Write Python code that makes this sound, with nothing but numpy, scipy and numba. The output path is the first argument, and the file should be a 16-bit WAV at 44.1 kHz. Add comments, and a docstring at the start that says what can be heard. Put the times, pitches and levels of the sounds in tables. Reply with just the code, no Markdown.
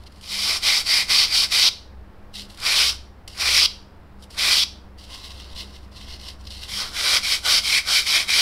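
"""A sanding block is rubbed to and fro by hand over hard foam, close under one microphone in a tiled room.
Grit tears foam cells as random clicks that ring the foam, the hollow block and the gap between them.
Between the firm bursts, light brushes and scuffs are heard as the pieces turn in the fingers.
Hard walls return a short filtered-noise tail; shaped room noise and wavering low sines lie behind it all."""
import sys
import numpy as np
from scipy import signal
from scipy.fft import rfft, irfft, next_fast_len
from scipy.io import wavfile
from scipy.ndimage import uniform_filter1d
from numba import njit

SR = 44100
rng = np.random.default_rng(int(sys.argv[2]) if len(sys.argv) > 2 else 0)


def generate_wav(sig):
    """Save sig (samples, or channels by samples) to the path in sys.argv[1] as 16-bit PCM at SR."""
    pcm = np.round(np.clip(np.atleast_2d(sig).T, -1, 1) * 32767).astype(np.int16)
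    wavfile.write(sys.argv[1], SR, pcm)


N = 370872

# Firm strokes: (touch [s], bite [s], peak [s], ease [s], stop [s],
# rasp at touch [dB], at bite [dB], at peak [dB], at ease [dB],
# block ring over rasp at bite [dB], at ease [dB], foam thrum over rasp at bite [dB], at ease [dB],
# gap band [dB], lower block ring [dB], upper foam ring [dB], echo share [0-1], run-off over the edge [0-1])
FIRM_STROKES = [ (.23, .326, .514, .572, .6, -45, -29, -21.5, -27, -11, -15, -22, -13, .5, -1, -4, .1, 0),
                (.6, .636, .68, .805, .838, -42, -23, -17.5, -23, -11, -13, -16, -17, 1, -.5, -3.5, .13, 0),
                (.838, .868, .915, 1.012, 1.06, -39, -27, -18.5, -21, -16, -9, -17, -16.5, 3, .5, -4, .18, 0),
                (1.06, 1.103, 1.149, 1.243, 1.28, -42, -19, -17.5, -17, -10, -14, -18, -17, 1.5, -1, -2.5, .05, .7),
                (1.28, 1.325, 1.355, 1.445, 1.482, -33, -26.5, -16.5, -23, -13, -9, -18, -19, 4, -5, -1.5, .2, 0),
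                (1.482, 1.524, 1.62, 1.688, 1.7, -43, -20, -15.5, -16, -8, -16, -17, -20, 0, -2, -1, .14, .9),
                (2.58, 2.665, 2.8, 2.894, 2.955, -46, -22, -17, -19.5, -6, -13, -13, -19, .5, -11, 1, .01, .3),
                (3.345, 3.415, 3.58, 3.66, 3.67, -48, -24, -16.5, -17, -4, -13, -15, -21, 1, -7, -.5, .01, .9),
                (4.345, 4.39, 4.52, 4.636, 4.655, -48, -24.5, -16.5, -20, -5, -13, -12, -19, .5, -7, 1, .01, .8),
                (6.68, 6.715, 6.764, 6.825, 6.91, -39, -34, -26, -28, -14, -9, -24, -15, -1.5, -2, -1, .01, .3),
                (6.91, 6.965, 7.12, 7.172, 7.208, -43, -27.5, -18, -18, -9, -9, -13, -15, -2.5, -7, 3, .01, .1),
                (7.208, 7.235, 7.327, 7.361, 7.408, -38, -28.5, -19, -23.5, -8, -5, -21, -18, -2.5, -13, 1.5, .1, 0),
                (7.408, 7.459, 7.545, 7.583, 7.613, -47, -20.5, -16, -18.5, -11.5, -12, -15, -20, -4, -3.5, 2.5, .17, .3),
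                (7.613, 7.641, 7.725, 7.78, 7.83, -35, -26.5, -18.5, -19, -7, -2, -18, -17, -2, -14, -1, .07, 0),
                (7.83, 7.889, 7.96, 8.003, 8.035, -45, -21.5, -15.5, -19, -7, -7, -14.5, -20, -3, -13, 5, .2, .1),
                (8.035, 8.07, 8.164, 8.212, 8.258, -34, -23, -17, -22.5, -5, -4, -17, -17, -2, -10, -1.5, .1, .1),
                (8.258, 8.293, 8.393, 8.42, 8.47, -41, -22, -15.5, -16.5, -7, -9, -18, -17, -2, -6.5, .5, .13, .1)]
# Block taken up anew: (from [s], gap band [Hz], block ring [Hz], its width [Hz],
# upper block ring over rasp [dB])
HAND_GRIPS = [(0, 4880, 2370, 400, -28), (6.68, 4450, 2320, 335, -15.5)]
# Colour of the tearing in the gap: (frequency [Hz], relative level per Hz [dB])
RASP_COLOUR = [(1700, -29), (2750, -4.5), (3050, -2), (3550, -2), (4000, 0), (5040, 0.5), (5620, -2),
               (6380, -16), (8000, -33.5)]
# Colour of the fine dust: (frequency [Hz], relative level per Hz [dB])
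DUST_COLOUR = [(4000, -26.5), (6380, 3.5), (7500, 7), (9360, 8), (12000, 1), (15600, -13.5)]
# Rings of the foam under firm strokes: (frequency [Hz], width [Hz], relative level [dB])
FIRM_FOAM_RINGS = [(400, 250, -12.5), (700, 220, -2.5), (1144, 190, 4)]
# Rings of the foam held loosely: (frequency [Hz], width [Hz], relative level [dB])
LOOSE_FOAM_RINGS = [(596, 170, -11), (1067, 95, 4)]
# Light brushes: (time [s], rasp [dB], rise [s per 10 dB], hold [s], fall [s per 10 dB],
# foam thrum over rasp [dB], dust hiss over rasp [dB], gap band [Hz])
LIGHT_BRUSHES = [ (.02, -60, .05, 0, .06, -10, -9, 4200), (.064, -49, .004, .006, .012, -30, -13, 4420),
                 (.186, -57, .09, .02, .1, -18, -9, 4300), (.24, -49, .04, 0, .02, -22, -7, 4460),
                 (2.35, -39, .008, .056, .034, -25, -11.5, 4340), (2.498, -50, .012, 0, .07, -25, -8, 4500),
                 (3.29, -48, .004, .06, .02, -18, -9.5, 4570), (4.24, -48, .02, 0, .011, -15, -8, 4900),
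                 (4.305, -48, .005, .045, .02, -14, -8, 4530),
                 (4.988, -49, .006, .06, .1, -16, -11.5, 4700), (5.146, -37, .04, 0, .04, -10, -13, 3920),
                 (5.2, -45, .03, .02, .03, -10, -13, 3850), (5.254, -38.5, .04, 0, .03, -15, -14, 4050),
                 (5.308, -42, .02, 0, .055, -10, -13.5, 3950), (5.408, -43.5, .09, 0, .04, -17, -14, 4100),
                 (5.448, -46.5, .1, 0, .03, -18, -15, 3920), (5.518, -45, .036, 0, .03, -14, -15, 4280),
                 (5.57, -36.5, .015, .045, .028, -16, -14, 4050), (5.65, -50, .02, 0, .09, -13, -13, 4240),
                 (5.76, -47.5, .045, 0, .03, -16, -14, 3900), (5.828, -56.5, .03, 0, .05, -3, -12, 4160),
                 (5.922, -55, .005, .03, .03, -12, -12, 4670), (5.976, -45, .03, 0, .045, -12, -14, 4100),
                 (6.016, -44, .04, 0, .045, -15, -14, 4120), (6.1, -41, .04, .03, .045, -13, -16, 4420),
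                 (6.2, -47, .03, 0, .02, -16, -16, 4150), (6.288, -37, .065, 0, .028, -15, -14, 4360),
                 (6.414, -53, .016, 0, .018, -9, -11, 4100), (6.474, -43, .022, 0, .022, -17, -14, 4230),
                 (6.512, -42, .015, .06, .04, -22, -13, 4170), (6.64, -39.5, .07, 0, .08, -11, -12, 4380)]
# Short scuffs, an edge catching: (time [s], peak level [dB], length [s])
EDGE_SCUFFS = [(0.0353, -38, 0.006), (0.065, -36, 0.006), (0.073, -46, 0.006), (0.1216, -38, 0.006),
               (0.1805, -45, 0.006), (0.2104, -35, 0.006), (0.2244, -39, 0.006), (2.3393, -29, 0.006),
               (2.449, -45, 0.006), (2.5017, -41, 0.006), (2.544, -34, 0.006), (2.5731, -31, 0.0066),
               (2.6, -22, 0.006), (3.2764, -19, 0.0085), (4.2233, -38.5, 0.006), (4.238, -40.5, 0.006),
               (4.3036, -37, 0.006), (4.983, -41, 0.006), (5.399, -27, 0.006), (5.92, -48, 0.006),
               (5.963, -43, 0.006), (6.451, -37, 0.0062), (6.471, -28, 0.006), (6.504, -26, 0.006),
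               (6.7042, -34, 0.006)]
# Colour of the room noise: (frequency [Hz], relative level per Hz [dB])
AIR_COLOUR = [(20, -0.5), (31, -12.5), (45, -4), (70, -9), (110, -14.5), (160, -16), (250, -18), (500, -21),
              (1050, -24), (1700, -29.5), (3000, -39), (5200, -44), (6300, -52), (15600, -54.5)]
# Low hum, middle of its waver: (time [s], frequency [Hz], level [dB])
HUM_CURVE = [(0, 67.5, -46), (.19, 69.4, -50), (.68, 69.1, -49), (.95, 62, -60), (1.11, 68.7, -46),
             (1.33, 65, -58), (1.43, 62.1, -48), (1.7, 69.8, -53), (1.98, 64.2, -43), (2.08, 63.5, -54),
             (2.95, 63.8, -45), (3.35, 69.6, -50), (3.51, 67.9, -41), (3.97, 67.4, -56), (4.1, 65.2, -48),
             (5.28, 65, -47.5), (5.46, 65.5, -39.5), (5.64, 65.3, -44), (5.84, 65.5, -39),
             (5.98, 65.2, -48), (6.09, 65.3, -42.5), (7.5, 63.5, -49), (8.41, 66, -51)]
# Fainter drone, middle of its waver: (time [s], frequency [Hz], level [dB])
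DRONE_CURVE = [(0, 88.3, -57), (4.5, 88, -57), (4.7, 88, -54), (8.41, 88.5, -54)]
# Mains lines, middle of their waver: (frequency [Hz], level [dB])
MAINS_LINES = [(100, -61.5), (200, -57), (300, -67)]

# rings with a level of their own: (frequency [Hz], width [Hz])
LOW_BLOCK_RING, HIGH_BLOCK_RING, HIGH_FOAM_RING = (2099, 260), (3190, 480), (1487, 180)
GAP_WIDTH_HZ, GAP_WANDER_HZ = 700., 120
DWELL_S = .015  # the block rests this long before it starts to bite
LIFT_DB = -43  # rasp as the block leaves the foam
# at the firm level the cells tear at this rate; thrum and dust [dB per dB] grow less than the rasp
FIRM_DB, FIRM_TEARS_PER_S = -18, 15000
THRUM_SLOPE, DUST_DB, DUST_SLOPE = -.3, -11.8, -.15
# full run-off: the gap band sinks, ring and hiss thin out
RUN_OFF_S, RUN_OFF_HZ, RUN_OFF_DB = .07, 550, -8
ECHO_MS = 1.31
# light contact: ring over rasp; thrum and dust [dB per dB] fade less than the rasp, down to a floor
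BRUSH_RING_DB, BRUSH_THRUM_SLOPE, BRUSH_DUST_SLOPE, BRUSH_FLOOR_DB = -13, -.35, -.2, -15
SCUFF_CREST_DB = 16.5  # peak of a scuff over its rms
ROOM_T60_S, ROOM_DB, ROOM_TOP_HZ = 0.37, -17, 6200
AIR_DB = -52.5  # room noise above 250 Hz
TOP_HZ = 15720


def strokes():
    """Firm strokes: the louder the rub, the more cells tear a second; the grip chatters a little."""
    t = np.arange(N) / SR
    columns = np.transpose(FIRM_STROKES)
    touch, bite, peak, ease, stop = columns[:5]
    touch_db, bite_db, peak_db, ease_db = columns[5:9]
    ring_db, ring_end_db, thrum_db, thrum_end_db = columns[9:13]

    def line(times, values):
        times = np.maximum.accumulate(np.transpose(times).ravel())
        return np.interp(t, times, np.transpose(values).ravel())

    # a stroke that turns straight back ends at the level where the next one starts
    turns_back = np.append(touch[1:] - stop[:-1], 1) < .01
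    stop_db = np.where(turns_back, np.roll(touch_db, -1), LIFT_DB)
    db = line([touch + DWELL_S, bite, peak, ease, stop], [touch_db, bite_db, peak_db, ease_db, stop_db])

    now = np.maximum(np.searchsorted(touch, t, "right") - 1, 0)
    touching = (t >= touch[0]) & (t < stop[now] + .01)
    gate = uniform_filter1d(1. * touching, int(.013 * SR))
    gap_db, low_db, high_db, share, run_off = (c[now] for c in columns[13:])
    since, *held = np.transpose(HAND_GRIPS)
    grip = np.searchsorted(since, t, "right") - 1
    gap_hz, block_hz, block_width_hz, upper_db = (c[grip] for c in held)
    edge = run_off * np.clip(1 + (t - ease[now]) / RUN_OFF_S, 0, 1)

    over_firm_db = db - FIRM_DB
    tears = grit(FIRM_TEARS_PER_S * undb(.4 * over_firm_db), spread_db=3.0)
    tears = tears * undb(0.74 * walk(400))
    ring_now_db = line([bite, ease], [ring_db, ring_end_db]) + RUN_OFF_DB * edge + 2.5 * walk(25)
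    thrum_now_db = line([bite, ease], [thrum_db, thrum_end_db]) + THRUM_SLOPE * over_firm_db
    thrum_now_db = thrum_now_db + 1.5 * walk(25)
    dust_now_db = DUST_DB + DUST_SLOPE * over_firm_db + RUN_OFF_DB * edge
    gap_now_hz = gap_hz - RUN_OFF_HZ * edge + GAP_WANDER_HZ * walk(15)
    rubbed = rub(tears, FIRM_FOAM_RINGS, ring_now_db, thrum_now_db, dust_now_db,
                 gap_now_hz, block_hz, block_width_hz, gap_db, low_db, high_db)
    upper_block = unit(single_ring(single_ring(tears, *HIGH_BLOCK_RING), *HIGH_BLOCK_RING))
    rubbed = rubbed + undb(upper_db + 2.5 * walk(20)) * upper_block
    return echo(gate * undb(db + .8 * walk(60)) * rubbed, ECHO_MS, np.clip(share, 0, 1))


def rub(tears, foam_modes, ring_db, thrum_db, hiss_db, gap_hz, block_hz, block_width_hz,
        gap_db, low_db, high_db):
    """What the tearing sets off: rasp in the gap, ring of the block, thrum of the foam, hiss of fine dust."""
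    rasp = unit(colour(tears, RASP_COLOUR))
    # the air gap between the pieces lifts a moving band
    rasp = rasp + (undb(gap_db) - 1) * svf(rasp, gap_hz, np.full(N, GAP_WIDTH_HZ))
    # patches of grit bite unevenly, so a narrow bright spot wanders through the rasp
    bright_hz = 4300 * 2 ** (0.27 * walk(14))
    rasp = rasp + 0.57 * svf(rasp, bright_hz, np.full(N, 300.))

    block = unit(svf(svf(tears, block_hz, block_width_hz), block_hz, 2 * block_width_hz))
    low_hz, low_width_hz = LOW_BLOCK_RING
    low_block = single_ring(single_ring(tears, low_hz, low_width_hz), low_hz, 2 * low_width_hz)
    block = block + undb(low_db) * unit(low_block)

    soft = colour(tears, [(150, -23.5), (300, 0.5), (1600, -4.5), (2500, 6.5)])
    high_foam = unit(single_ring(soft, *HIGH_FOAM_RING))
    foam = unit(ring(soft, foam_modes)) - undb(high_db) * high_foam

    dust = unit(colour(.5 * tears + rng.standard_normal(N), DUST_COLOUR))
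    return rasp + undb(ring_db) * block + undb(thrum_db) * foam + undb(hiss_db) * dust


def grit(per_s, spread_db):
    """Cells tearing at random moments, some larger than the rest; power 1 at any rate."""
    share = np.clip(per_s / SR, 1e-4, 1)
    size = unit(undb(spread_db * rng.standard_normal(N))) * rng.choice([-1, 1], N)
    return size * (rng.random(N) < share) / np.sqrt(share)


def echo(x, ms, share):
    """A dull copy arrives a moment late and combs the colour."""
    i = np.arange(N)
    late = colour(np.interp(i - ms * SR / 1000, i, x), [(4500, 0), (9000, -10)])
    return (x + share * late) / np.sqrt(1 + share ** 2)


def handling():
    """Light contact is sparse and patchy; a scuff is a short burst of the same tearing."""
    t = np.arange(N) / SR
    start, top_db, rise, hold, fall, thrum_db, dust_db, gap_hz = np.transpose(LIGHT_BRUSHES)[:, :, None]
    before, after = np.maximum(start - t, 0), np.maximum(t - start - hold, 0)
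    below_db = -10 * (before / rise + after / fall)
    now = np.argmax(top_db + below_db, axis=0)  # the loudest brush sets level and colour
    below_db = below_db[now, np.arange(N)]
    force = undb(top_db[now, 0] + below_db + 1.1 * walk(70) + 1.6 * walk(250))

    for scuff_s, peak_db, length in EDGE_SCUFFS:
        u = np.arange(int(4 * length * SR)) / (length * SR)
        at = int(scuff_s * SR)
        burst = np.minimum(8 * u, 1) * np.exp(-u ** 3)
        force[at:at + len(u)] += undb(peak_db - SCUFF_CREST_DB) * burst

    fade_db = np.maximum(below_db, BRUSH_FLOOR_DB)
    thrum_now_db = thrum_db[now, 0] + BRUSH_THRUM_SLOPE * fade_db
    dust_now_db = dust_db[now, 0] + BRUSH_DUST_SLOPE * fade_db
    gap_now_hz = uniform_filter1d(gap_hz[now, 0], size=900)
    contact = rub(grit(6000., spread_db=3.5), LOOSE_FOAM_RINGS, BRUSH_RING_DB, thrum_now_db, dust_now_db,
                  gap_now_hz, block_hz=np.full(N, 2850.), block_width_hz=np.full(N, 600.),
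                  gap_db=2.0, low_db=-1.0, high_db=-11.0)
    # a shallow dip near 5.5 kHz
    return force * colour(contact, [(2500, -0.34), (3200, 0.92), (5500, -1.5), (7000, 0.92)])


def room(x):
    """Hard walls give a short diffuse tail, decaying noise softened at both ends of the spectrum."""
    t = np.arange(int(.6 * SR)) / SR
    tail = rng.standard_normal(len(t)) * undb(-60 * t / ROOM_T60_S) * (t > .004)
    tail = colour(tail, [(300, -3), (ROOM_TOP_HZ, 0), (15000, -6)])
    tail = tail / np.sqrt(np.sum(tail ** 2))
    return undb(ROOM_DB) * signal.fftconvolve(x, tail)[:N]


def background():
    """Room noise, a low hum and a fainter drone that swell and fade, mains lines that waver."""
    air = colour(rng.standard_normal(N), AIR_COLOUR) * undb(.9 * walk(3))
    above = signal.sosfilt(signal.butter(4, 250, "high", fs=SR, output="sos"), air)
    out = air * undb(AIR_DB) / np.std(above)
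    for curve in (HUM_CURVE, DRONE_CURVE):
        s, hz, db = np.transpose(curve)
        hz, db = (np.interp(np.arange(N) / SR, s, c) for c in (hz, db))
        out = out + tone(hz + .7 * walk(8), db + 2.2 * walk(8))
    for hz, db in MAINS_LINES:
        out = out + tone(hz + 1.7 * walk(12), db + 3.4 * walk(14))
    return out


def tone(hz, db):
    """A sine on a pitch curve and a level curve (rms)."""
    return np.sqrt(2) * undb(db) * np.sin(2 * np.pi * (np.cumsum(hz) / SR + rng.random()))


def undb(db):
    """Gain of a level in dB."""
    return 10 ** (np.asarray(db) / 20)


def unit(x):
    """Scale to rms 1."""
    return x / np.sqrt(np.mean(x ** 2))


def colour(x, points):
    """Shape a sound by (frequency [Hz], level [dB]) points."""
    size = next_fast_len(len(x))
    hz, db = np.transpose(points)
    bins_hz = np.fft.rfftfreq(size, 1 / SR)
    gain = undb(np.interp(np.log(bins_hz + 1), np.log(hz), db))
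    return irfft(rfft(x, size) * gain, size)[:len(x)]


@njit
def svf(x, hz, width):
    """State-variable band-pass with moving centre and width, gain 1 at the centre."""
    y, band, low = np.empty(len(x)), 0., 0.
    for i in range(len(x)):
        g, k = np.tan(np.pi * hz[i] / SR), width[i] / hz[i]
        v = (band + g * (x[i] - low)) / (1 + g * (g + k))
        band, low, y[i] = 2 * v - band, low + 2 * g * v, k * v
    return y


def single_ring(x, hz, width):
    """One fixed resonance."""
    return svf(x, np.full(N, 1. * hz), np.full(N, 1. * width))


def ring(x, modes):
    """Sum of fixed resonances; neighbours swing in opposite sense."""
    return sum((-1) ** k * undb(db) * single_ring(x, hz, width) for k, (hz, width, db) in enumerate(modes))


def walk(rate):
    """Random levels held 1 / rate s and slewed twice; spread near 1."""
    k = int(SR / rate)
    steps = np.repeat(rng.standard_normal(N // k + 1), k)
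    return 1.22 * uniform_filter1d(uniform_filter1d(steps, k), k)[:N]


def scene():
    """One microphone hears it all, so both channels are alike."""
    near = strokes() + handling()
    return np.tile(near + room(near) + background(), (2, 1))


def record(dry):
    """Peaks are rounded and the top is cut."""
    rounded = .95 * np.tanh(dry / .95)
    return signal.sosfilt(signal.ellip(12, .2, 90, TOP_HZ, fs=SR, output="sos"), rounded)


dry = scene()
out = record(dry)
generate_wav(out)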